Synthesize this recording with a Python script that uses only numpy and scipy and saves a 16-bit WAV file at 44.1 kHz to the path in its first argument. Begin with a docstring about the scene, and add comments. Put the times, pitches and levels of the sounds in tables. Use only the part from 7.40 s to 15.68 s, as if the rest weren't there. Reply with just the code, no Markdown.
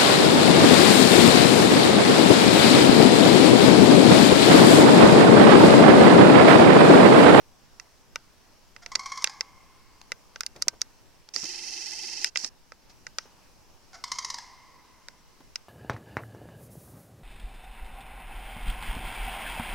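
"""A faint outdoor hush lies under everything, with plastic clicks and creaks of a hand-held camera.
A sandhill crane gives two rattling calls across a marsh: quickening runs of short bugled notes, each
led in by a low purr and answered by trees. Between the calls the camera's zoom motor whirs in three runs.
Hush and gear hiss are shaped noise, clicks are friction bursts with ringing shell modes, and
the crane is trains of uneven pulses through a windpipe filter, convolved with a noise-built woodland echo."""
import sys
import numpy as np
from scipy import signal
from scipy.fft import rfft, irfft, next_fast_len
from scipy.io import wavfile
from scipy.ndimage import uniform_filter1d, map_coordinates

SR = 44100
rng = np.random.default_rng(int(sys.argv[2]) if len(sys.argv) > 2 else 0)


def dump_mix(stems):
    """Bounce the given channels to the path in sys.argv[1] as a 16-bit WAV at rate SR."""
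    frames = np.atleast_2d(stems).T  # one column per channel
    limited = np.clip(frames, -1, 1)  # hard clip at full scale
    pcm = np.round(limited * 32767).astype(np.int16)
    wavfile.write(sys.argv[1], SR, pcm)


N = 365148


def amp(db):
    """Decibels to gain."""
    return 10 ** (np.asarray(db) / 20)


def unit(x):
    """Scaled to rms 1."""
    return x / np.sqrt(np.mean(x ** 2) + 1e-20)


def burst(x):
    """Scaled to the energy of a hundredth of a second at rms 1."""
    energy = np.sum(x ** 2, axis=-1, keepdims=True)
    return x * np.sqrt(SR / 100 / (energy + 1e-20))


def along(points, hz):
    """Interpolates (frequency_hz, value) points on a log frequency axis."""
    point_hz, value = np.transpose(points)
    return np.interp(np.log(hz + 1), np.log(point_hz + 1), value)


def wobble(rate_hz, size=N):
    """A smooth random curve with rate_hz knots a second."""
    knots = rng.standard_normal(int(size * rate_hz / SR) + 4)
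    fine = np.arange(0, len(knots) - 1, .25)
    return np.interp(np.arange(size) * rate_hz / SR, fine, map_coordinates(knots, [fine]))


def add(track, start_s, x):
    """Mixes x into the track from start_s, cut off at the track's end."""
    start = round(start_s * SR)
    part = track[..., start:start + x.shape[-1]]
    part += x[..., :part.shape[-1]]


def filtered(x, response):
    """x times a response of frequency."""
    n = x.shape[-1]
    m = next_fast_len(n + 8192, True)
    return irfft(rfft(x, m) * response(np.fft.rfftfreq(m, 1 / SR)), m)[..., :n]


def coloured(x, points, size=2048):
    """x through a causal, minimum-phase filter with the given (frequency_hz, level_db) shape."""
    cepstrum = irfft(np.log(amp(along(points, np.fft.rfftfreq(size, 1 / SR)))))
    # folding the cepstrum forward puts all the energy after the onset
    cepstrum[1:size // 2] *= 2
    cepstrum[size // 2:] = 0
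    impulse = irfft(np.exp(rfft(cepstrum)))
    return filtered(x, lambda hz: rfft(impulse, next_fast_len(x.shape[-1] + 8192, True)))


def rush(spectrum, alike, patchy_db, size=N):
    """Stereo noise of rms 1 with patches of random gain in time and frequency, shared by both channels."""
    z = signal.stft(rng.standard_normal((2, size)), nperseg=512)[2]
    patches = uniform_filter1d(rng.standard_normal(z.shape[1:]), 6, 0)
    patches = uniform_filter1d(patches, 18, 1)
    pair = signal.istft(z * amp(patchy_db * unit(patches)), nperseg=512)[1][:, :size]
    # the mid-side balance sets how alike left and right are at each frequency
    turn = lambda hz: np.arccos(np.clip(along(alike, hz), -1, 1)) / 2
    balance = lambda hz: np.array([np.cos(turn(hz)), np.sin(turn(hz))])
    mid, side = filtered(pair, lambda hz: amp(along(spectrum, hz)) * balance(hz))
    return unit(np.array([mid + side, mid - side]))


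# tone of the hush, relative spectrum: frequency_hz, level_db
HUSH_SPECTRUM = [(20, -1), (45, -8), (170, -15), (350, -17.5), (700, -21), (900, -18.5), (1300, -23),
                 (2100, -26.5), (2650, -25.5), (3600, -29.5), (5500, -23.5), (7000, -30.5), (9000, -35),
                 (16000, -38.5)]
# stereo width of the hush: frequency_hz, left_right_likeness (correlation, no unit)
HUSH_LIKENESS = [(60, -0.28), (290, 0.44), (1200, 0.56), (6800, 0.268), (15000, 0.09)]
HUSH_DB = -56.5
DIP_START_S, DIP_END_S, DIP_DB = 3.8, 5.45, -2


def hush():
    """Air moving in dry grass, over a low rumble: patchy noise that dips for a moment midway."""
    t = np.arange(N) / SR
    dip = uniform_filter1d(1.0 * ((t > DIP_START_S) & (t < DIP_END_S)), SR // 10)
    level_db = HUSH_DB + DIP_DB * dip + .35 * wobble(5)
    return amp(level_db) * rush(HUSH_SPECTRUM, HUSH_LIKENESS, patchy_db=1.1)


# runs of the zoom motor, whir before its trim: start_s, end_s, whir_db, whine_db
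ZOOM_RUNS = [(3.936, 4.061, -38, -52), (4.051, 4.889, -38.5, -45.5), (4.95, 5.08, -39.5, -55.5)]
# speed of the zoom's gear wheel, which drags for a moment: time_s, speed_turns_per_s
WHEEL_SPEED = [(4.465, 21.55), (4.485, 16), (4.585, 16), (4.62, 22)]
# the lens barrel's answer to the gears: frequency_hz, level_db
BARREL = [(600, -15.5), (830, -6.5), (1000, -16.5), (1450, -27), (1750, -13), (2030, -1.5), (2150, -6.5),
          (2500, -2), (2760, 7.5), (2900, -12), (3080, 1.5), (3250, -8.5), (3600, -12), (4200, -12),
          (4800, 1), (6500, -6)]
# body of the whir, relative spectrum: frequency_hz, level_db
WHIR_BODY = [(120, -22), (260, -6), (350, -4), (620, -14), (820, -4), (1150, -17), (1900, -3), (2400, -8),
             (3600, -10), (6000, -41)]
# hiss of the sliding teeth, relative spectrum: frequency_hz, level_db
WHIR_HISS = [(1000, -43), (3000, -25), (3900, -11), (4350, -3), (4850, 1), (5100, -2.5), (5450, 2.5),
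             (6000, -3), (6450, -2), (7000, -9.5), (11500, -24), (12500, -35), (15500, -45)]
# stereo lean of the motor: frequency_hz, left_over_right_db
WHIR_PAN = [(200, 2.5), (1400, -4), (2400, 3.5), (2950, 8), (4400, -6.5), (6000, -13.5), (7300, 0),
            (8700, -4), (11500, 9.5)]
START_TURN, CLIMB_SHARE = .44, .72  # where in its turn the wheel starts; share of a turn spent climbing


def zoom(mesh_hz=485, swing=0.0955, uneven=0.091, catch_db=2.0, body_db=-14, load_db=6.5,
         hardest_turn=0.48, second_gear=1.68, hum_hz=350, hum_db=-15):
    """Gears whir in the lens barrel; with each turn of a wheel their mesh tone climbs, swells and drops back."""
    track = np.zeros((2, N))
    for start_s, end_s, whir_db, whine_db in ZOOM_RUNS:
        n = round((end_s - start_s + .05) * SR)
        t = np.arange(n) / SR
        running = np.clip(t / 0.0041, 0, 1) * np.clip((end_s - start_s - t) / 0.02879 + 0.5, 0, 1)
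        wheel = np.interp(start_s + t, *np.transpose(WHEEL_SPEED))
        turn = (START_TURN + np.cumsum(wheel) / SR) % 1
        climb = -np.cos(np.pi * np.interp(turn, [0, CLIMB_SHARE, 1], [0, 1, 2]))
        speed = 1 + swing * (1 + uneven * wobble(20, n)) * climb
        speed = speed + .004 * wobble(200, n) + .008 * wobble(25, n)
        mesh_phase = 2 * np.pi * np.cumsum(mesh_hz * speed) / SR
        teeth = np.zeros(n)
        for ratio in (second_gear, *range(4, 12)):
            tone = np.cos(ratio * mesh_phase + rng.uniform(0, 2 * np.pi))
            teeth += tone * amp(catch_db * wobble(60, n))
        load = np.cos(2 * np.pi * (turn - hardest_turn))
        whine = unit(coloured(teeth * amp(load_db * load), BARREL))
        hum = np.sin(2 * np.pi * np.cumsum(hum_hz * np.sqrt(speed)) / SR)
        hum = hum * amp(hum_db + 4.5 * wobble(40.1, n))
        # sliding teeth hiss, a little harder as the wheel bears on them
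        hiss = rush(WHIR_HISS, [(3000, 0.117)], patchy_db=1.2, size=n)
        hiss = hiss * amp(0.74 * load + 1.5 * wobble(400, n))
        body = rush(WHIR_BODY, [(100, 0), (300, 0.73), (1400, 0.71), (3000, 0.29)], patchy_db=1.5, size=n)
        whir = amp(whir_db - 1.03) * (hiss + amp(body_db) * body)
        motor = running * (whir + amp(whine_db) * (whine + hum))
        lean = lambda hz: amp(along(WHIR_PAN, hz) * np.array([[.5], [-.5]]))
        add(track, start_s, filtered(motor, lean))
    return track


def thump(start_s=4.04, pitch_hz=315, level_db=-38, t60_s=0.081, rise_s=0.0039):
    """As the long zoom run begins, the lens mount takes up its load with one low, short ring."""
    track, t = np.zeros((2, N)), np.arange(SR // 2) / SR
    envelope = amp(level_db - 60 * t / t60_s) * (1 - np.exp(-t / rise_s))
    add(track, start_s, envelope * np.sin(2 * np.pi * pitch_hz * t))
    return track


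# modes of a small metal part: pitch_hz, level_db, t60_s
JINGLE_MODES = [(5512, -50, 0.2195), (6072, -51, 0.24)]


def jingle(start_s=5.79, rise_s=0.018, flutter_db=3):
    """A small metal part, perhaps a strap ring, is shaken by one click and rings on thinly."""
    track, t = np.zeros((2, N)), np.arange(SR // 4) / SR
    for pitch_hz, level_db, t60_s in JINGLE_MODES:
        envelope = amp(level_db - 60 * t / t60_s + flutter_db * wobble(91.3, len(t)))
        envelope = envelope * (1 - np.exp(-t / rise_s))
        ring = np.sin(2 * np.pi * pitch_hz * t + rng.uniform(0, np.pi, (2, 1)))
        add(track, start_s, envelope * ring)
    return track


def puffs(table, colour, apart, rise_share=0.37):
    """Brief dying bursts of coloured noise, partly shared between left and right."""
    track, t = np.zeros((2, N)), np.arange(SR // 6) / SR
    for start_s, level_db, decay_s in table:
        noise = rng.standard_normal(len(t)) + apart * rng.standard_normal((2, len(t)))
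        envelope = np.exp(-t / decay_s) * (1 - np.exp(-t / (rise_share * decay_s)))
        add(track, start_s, amp(level_db) * burst(coloured(noise * envelope, colour)))
    return track


# soft dull puffs, one of them the low burst of a loud, overloaded click: start_s, level_db, decay_s
DULL_PUFFS = [(1.56, -54, 0.0179), (1.842, -41, 0.00092), (3.153, -46.5, 0.021), (3.272, -45.5, 0.0024),
              (3.329, -50.5, 0.01732), (3.955, -46, 0.0127), (4.03, -43.5, 0.01), (5.035, -47, 0.01307),
              (5.854, -53, 0.0087), (8.003, -51, 0.007)]
# tone of a dull puff: frequency_hz, level_db
DULL_COLOUR = [(60, -18), (170, -6), (300, -4.5), (450, -6.5), (650, -9), (1200, -13), (2500, -24),
               (8000, -38)]


def dull_puffs():
    """Soft dull puffs: short noise, strongest in the low mids, that swells briefly and dies."""
    return puffs(DULL_PUFFS, DULL_COLOUR, apart=0.49)


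# faint puffs of bright noise, two of them just before hard clicks: start_s, level_db, decay_s
BRIGHT_PUFFS = [(2.6146, -48, .0012), (3.217, -47, .003), (3.41, -45, 0.00274), (3.8885, -47.5, 0.00156),
                (3.161, -48.5, 0.0043), (5.494, -51.5, 0.014), (5.792, -51, 0.043)]
# tone of a bright puff: frequency_hz, level_db
BRIGHT_COLOUR = [(1000, -8), (3500, -11), (5000, -5.5), (5800, -6), (6500, -10), (8000, -22), (15000, -37)]


def bright_puffs():
    """Faint puffs of bright noise, wider in stereo than the dull ones."""
    return puffs(BRIGHT_PUFFS, BRIGHT_COLOUR, apart=0.86)


# clicks of the camera body, levels before the gains below; clack_hz is where the clack rings most,
# and clack and knock lean half as far: start_s, snap_db, top_db, clack_db, knock_db, clack_hz, left_over_right_db
CLICKS = [(0.3978, -40, -58.5, -45.0, -77, 2070, -6), (0.7581, -33.5, -45, -33, -45.5, 1780, 1),
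          (1.3635, -51, -69.5, -47, -60, 1920.0, -8), (1.4617, -39.5, -57.5, -41.5, -50.5, 2070, -5.5),
          (1.5531, -28.5, -49, -32, -48, 2161, -6.5), (1.556, -21.5, -44, -32, -44, 1963, -3.5),
          (1.8427, -20.0, -27, -25.5, -45, 2590, -6), (1.873, -34, -61, -36, -52, 1630, -6),
          (2.0082, -25, -49, -34, -48, 1942, -3.5), (2.719, -33.5, -45, -31, -45, 2004, -2),
          (2.9593, -43, -69, -42.5, -52.5, 1457, -2), (3.0072, -29.0, -36, -35, -63, 1716, -2.0),
          (3.0339, -40, -56.0, -45.5, -59, 1695, -5.0), (3.0638, -29.5, -39.5, -45, -58.5, 2320, -3),
          (3.2223, -22.0, -33, -40.0, -52, 1646, -3.5), (3.282, -19, -34, -31.5, -48.5, 2146, -7.5),
          (3.2827, -23, -27.5, -38, -50, 2153, 4), (3.4161, -22, -36, -41, -54, 1850, -2.5),
          (3.9619, -25.5, -53.5, -40.5, -64.5, 2080, -11), (4.0415, -34.5, -58, -52, -63, 2100, -8),
          (4.8443, -20.5, -31, -28.5, -52, 2084, 2), (4.9583, -31, -56, -28, -45, 2180, -2),
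          (4.9724, -26, -47, -37.5, -60, 2588, -9.5), (5.0454, -27, -58, -43, -60, 2400.0, -6.5),
          (5.3201, -51, -75, -46, -53, 1287, -4.5), (5.6671, -40, -66.5, -40.5, -57.5, 1820, -2),
          (5.7847, -28, -46.5, -33.5, -46, 1830, 1), (7.6843, -42.5, -57, -46.5, -54.5, 1944, -3.5),
          (8.1571, -30, -50, -40.5, -60, 2156, 0)]
# modes of the plastic shell, each strike scatters pitch and level: pitch_hz, level_db, t60_s
SHELL_MODES = [(538, -2.5, 0.014), (911, -17, 0.039), (1297, -2, 0.02), (1520, -4.5, 0.021),
               (1993, -3, 0.01977), (2376.7, -3.5, 0.018), (2705.4, -3.5, 0.021304)]
# tone of the plastic's snap: frequency_hz, level_db
SNAP_COLOUR = [(300, -50.5), (1000, -38), (2000, -18), (3100, -32.5), (3950, -5), (4300, -6), (4700, 4),
               (5250, 6.5), (6100, 2.5), (6800, -4.5), (7700, -12), (8700, -16.5), (10300, -40),
               (15500, -63.5)]
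# tone of the thin top-treble burst of a click, strongest where it overloads the input: frequency_hz, level_db
TOP_COLOUR = [(3000, -27), (7000, 0), (8300, 6), (10300, -4.5), (11800, -2), (15500, -15)]
# tone of the dry crack under the shell's modes: frequency_hz, level_db
CRACK_COLOUR = [(300, -17.5), (850, -19.5), (1250, 3), (1550, -4), (2000, 2), (2700, -7), (3200, -2),
                (3900, 3), (5200, -32), (10000, -51)]
SNAP_GAIN_DB, TOP_GAIN_DB = -1.2, -3.5
CLACK_GAIN_DB, KNOCK_GAIN_DB = 1.24, 1  # the shell's upper modes; its two lowest
HOLLOW_HZ, HOLLOW_T60_S = 1556.3, 0.22  # a faint ring that lingers in the body after a click


def clicks(slip_s=0.0012, ring_s=0.005818, ring_db=-24, rise_s=0.00012, focus_db_per_octave=11, apart=1.37,
           crack_share=0.93, top_share=0.65, hollow_db=-29):
    """Plastic slips under the fingers: snap, crack and shell modes reach each microphone by their own path."""
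    track, t = np.zeros((2, N)), np.arange(SR // 8) / SR
    mode_hz, mode_db, t60_s = np.transpose(SHELL_MODES)[:, :, None]
    attack = 1 - np.exp(-t / rise_s)
    slip = attack * (np.exp(-t / slip_s) + amp(ring_db) * np.exp(-t / ring_s))
    top_envelope = attack * np.exp(-t / (top_share * slip_s))
    hollow = burst(attack * np.sin(2 * np.pi * HOLLOW_HZ * t) * amp(-60 * t / HOLLOW_T60_S))
    for start_s, snap_db, top_db, clack_db, knock_db, clack_hz, pan_db in CLICKS:
        # where the shell is pressed decides what rings most
        focus = lambda hz: -focus_db_per_octave * np.abs(np.log2(hz / clack_hz))
        shared, own = rng.standard_normal(len(t)), rng.standard_normal((2, len(t)))
        friction = shared + apart * own
        snap = amp(snap_db + SNAP_GAIN_DB) * burst(coloured(friction * slip, SNAP_COLOUR))
        top = amp(top_db + TOP_GAIN_DB) * burst(coloured(friction * top_envelope, TOP_COLOUR))
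        crack_colour = [(hz, db + focus(hz)) for hz, db in CRACK_COLOUR]
        crack = burst(coloured((shared + 0.5 * own) * slip, crack_colour))

        phase = rng.uniform(0, 2 * np.pi, mode_hz.shape) + rng.normal(0, 0.63, (2, len(SHELL_MODES), 1))
        tuning = 1 + rng.normal(0, 0.023, mode_hz.shape)
        swell = 1 - np.exp(-t * mode_hz)
        envelope = swell * amp(mode_db + rng.normal(0, 1.5, mode_hz.shape) - 60 * t / t60_s)
        modes = envelope * np.sin(2 * np.pi * mode_hz * tuning * t + phase)
        upper = (modes * amp(focus(mode_hz)))[:, 2:]
        clack = burst(burst(upper.sum(axis=1)) + crack_share * crack) + amp(hollow_db) * hollow
        clack = amp(clack_db + CLACK_GAIN_DB) * clack
        knock = amp(knock_db + KNOCK_GAIN_DB) * burst(modes[:, :2].sum(axis=1))

        bright = amp([[pan_db / 2], [-pan_db / 2]]) * (snap + top)
        dull = amp([[pan_db / 4], [-pan_db / 4]]) * (clack + knock)
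        add(track, start_s, bright + dull)
    return track


# how long the trees ring: frequency_hz, t60_s
WOODS_T60 = [(1050, 3), (2100, 3), (3500, 1.4), (5500, 1.57), (10000, 0.1)]
# tone of the trees' answer: frequency_hz, level_db
WOODS_COLOUR = [(500, 0), (1070, -3), (1600, -10.5), (2130, -4), (5500, -11.5), (10000, -15)]
# what the nearby trunks scatter back: frequency_hz, level_db
TRUNKS = [(1050, 2), (2100, 0), (5500, -1), (10000, -3.5)]


def woods(near_db=-7.0, near_t60_s=0.59, ground_db=-11, ground_t60_s=0.065, stand_db=-14, stand_s=0.0396,
          stand_width_s=0.0041, far_db=-5, spread=0.12):
    """Ground and trunks scatter the call at once, a stand of trees throws it back, the marsh's edge rings on."""
    hz, t, z = signal.stft(rng.standard_normal((2, 3 * SR // 2)), SR, nperseg=256)
    fade_db = along(WOODS_COLOUR, hz)[:, None] - 60 * t / along(WOODS_T60, hz)[:, None]
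    far = signal.istft(z * amp(fade_db), SR, nperseg=256)[1]
    t = np.arange(far.shape[-1]) / SR
    far = amp(far_db) * far * (1 - np.exp(-t / 0.0085)) / np.sqrt(.13 * SR)

    ground = amp(-60 * t / ground_t60_s) * (1 - np.exp(-t / .002))
    trunks = amp(-60 * t / near_t60_s)
    stand = np.exp(-((t - stand_s) / stand_width_s) ** 2)
    paths = [(ground_db, ground), (near_db, trunks), (stand_db, stand)]
    power = sum((amp(db) * shape / np.linalg.norm(shape)) ** 2 for db, shape in paths)
    near = coloured(rng.standard_normal(far.shape) * np.sqrt(power), TRUNKS)
    return [np.array([mid + spread * side, mid - spread * side]) for mid, side in (near, far)]


# resonances of windpipe and bill: frequency_hz, level_db
THROAT = [(300, -25), (600, -13), (780, -2), (1500, -2.5), (2100, -5), (2800, -18), (3300, -10), (4450, -5),
          (4750, 0.5), (5700, 0.5), (6200, -4), (7000, -7), (7550, -17), (8200, -16), (11000, -27.5),
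          (15500, -42)]


def note(pitch_hz, length_s, treble_db, unsteady, sag=0.11, swell=0.075, rough=0.24, release_s=0.00221,
         smear_s=0.000434, rasp=1.0):
    """One puff through the syrinx: sharp, uneven pulses that sag in pitch and die away in the windpipe."""
    t = np.arange(SR // 16) / SR
    cycle = np.arange(0, 30)
    jitter = unsteady * rng.standard_normal(len(cycle))
    periods = (1 + sag * np.tanh(cycle / pitch_hz / length_s - .5) + jitter) / pitch_hz
    times = np.cumsum(periods) - periods[0]

    def push(u):
        """Breath pressure: a quick swell, then a soft release."""
        let_go = np.exp(-np.logaddexp(0, (u - 0.73 * length_s) / release_s))
        return let_go * (1 - 0.69 * np.exp(-u / (swell * length_s)))

    sizes = push(times) * amp(rng.normal(0, 0.82, len(cycle)))
    pulses = sizes @ np.sinc((t - times[:, None]) * SR - 8)
    breath = burst(push(t) * rng.standard_normal(len(t)))
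    voice = coloured(burst(pulses) + rough * breath, THROAT)
    # the treble lags, by smear_s at 5 kHz, which spreads each pulse over its cycle
    voice = filtered(voice, lambda hz: np.exp(-1j * np.pi * smear_s * hz ** 2 / 5000))
    horn = filtered(voice, lambda hz: 1 / (1 + (hz / 2800) ** 12))
    # air tears past the membranes and makes the treble hoarse
    air = coloured(push(t) * rng.standard_normal(len(t)), THROAT)
    air = air - filtered(air, lambda hz: 1 / (1 + (hz / 2400) ** 8))
    treble = burst(burst(voice - horn) + rasp * burst(air))
    return burst(horn) + amp(treble_db) * treble


# notes of the two rattles, which quicken, fade and at last sink; treble is relative to the note's low part:
# start_s, pitch_hz, length_s, level_db, treble_db
NOTES = [(1.5174, 1079, 0.0058, -40.5, -2), (1.593, 1080, 0.00882, -36.5, -2.5),
         (1.658, 1072, 0.0088, -37, -1), (1.7184, 1084, 0.0082, -35.5, -2.5),
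         (1.773, 1060, 0.0081, -39, 0.5), (1.821, 1050, 0.006, -42, 2.5), (1.8635, 893.3, 0.006, -50, 2.5),
         (1.8954, 844.7, 0.00506, -47.5, 4), (6.6392, 1067, 0.0038, -36.5, 3),
         (6.717, 1057, 0.006947, -33.5, 4.5), (6.7853, 1058, 0.007208, -34, 4),
         (6.8466, 1027, 0.0051, -37.5, 6), (6.9011, 1036, 0.006, -39.5, 7.5),
         (6.9424, 985.6, 0.00405, -41.5, 7), (6.9839, 890.6, 0.00395, -44, 4)]
# the low purr before each rattle: start_s, pitch_hz, length_s, level_db
PURRS = [(1.42, 684, 0.03, -51.5), (6.531, 737, 0.006656, -53.5), (6.54, 695, 0.027, -46.5)]
# nearby echo of the notes, as the bird walks into a more open spot: time_s, echo_db
NEAR_ECHO = [(1.5, 4.5), (6.6, 0)]
PURR_TREBLE_DB, PURR_ECHO_DB = -0.5, 2
PURR_JITTER, NOTE_JITTER = .075, .025  # scatter of the period from cycle to cycle, as a share of it


def crane(echo_count=5):
    """Purrs and rattles, each note answered by the trees; the nearby echo changes as the bird walks."""
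    calls = np.zeros((2, N))
    echoes = [woods() for _ in range(echo_count)]
    notes = [(*purr, PURR_TREBLE_DB, PURR_ECHO_DB, PURR_JITTER) for purr in PURRS]
    notes += [(*row, np.interp(row[0], *np.transpose(NEAR_ECHO)), NOTE_JITTER) for row in NOTES]
    for k, (start_s, pitch_hz, length_s, level_db, treble_db, echo_db, unsteady) in enumerate(notes):
        direct = amp(level_db) * note(pitch_hz, length_s, treble_db, unsteady)
        near, far = echoes[k % echo_count]
        add(calls, start_s, direct)
        add(calls, start_s, signal.fftconvolve(direct[None], amp(echo_db) * near + far, axes=1))
    return calls


def scene():
    """The marsh, the motor, the clicks and small puffs, and the bird straight ahead."""
    small_noises = thump() + jingle() + dull_puffs() + bright_puffs() + clicks()
    return hush() + zoom() + small_noises + crane()


def record(dry, full_scale=1, top_hz=16150):
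    """The input clips whatever exceeds full scale; the camera keeps nothing above its band limit."""
    clipped = np.clip(dry, -full_scale, full_scale)
    return filtered(clipped, lambda hz: np.clip((top_hz - hz) / 700 + .5, 0, 1) ** 2)


dry = scene()
out = record(dry)
dump_mix(out)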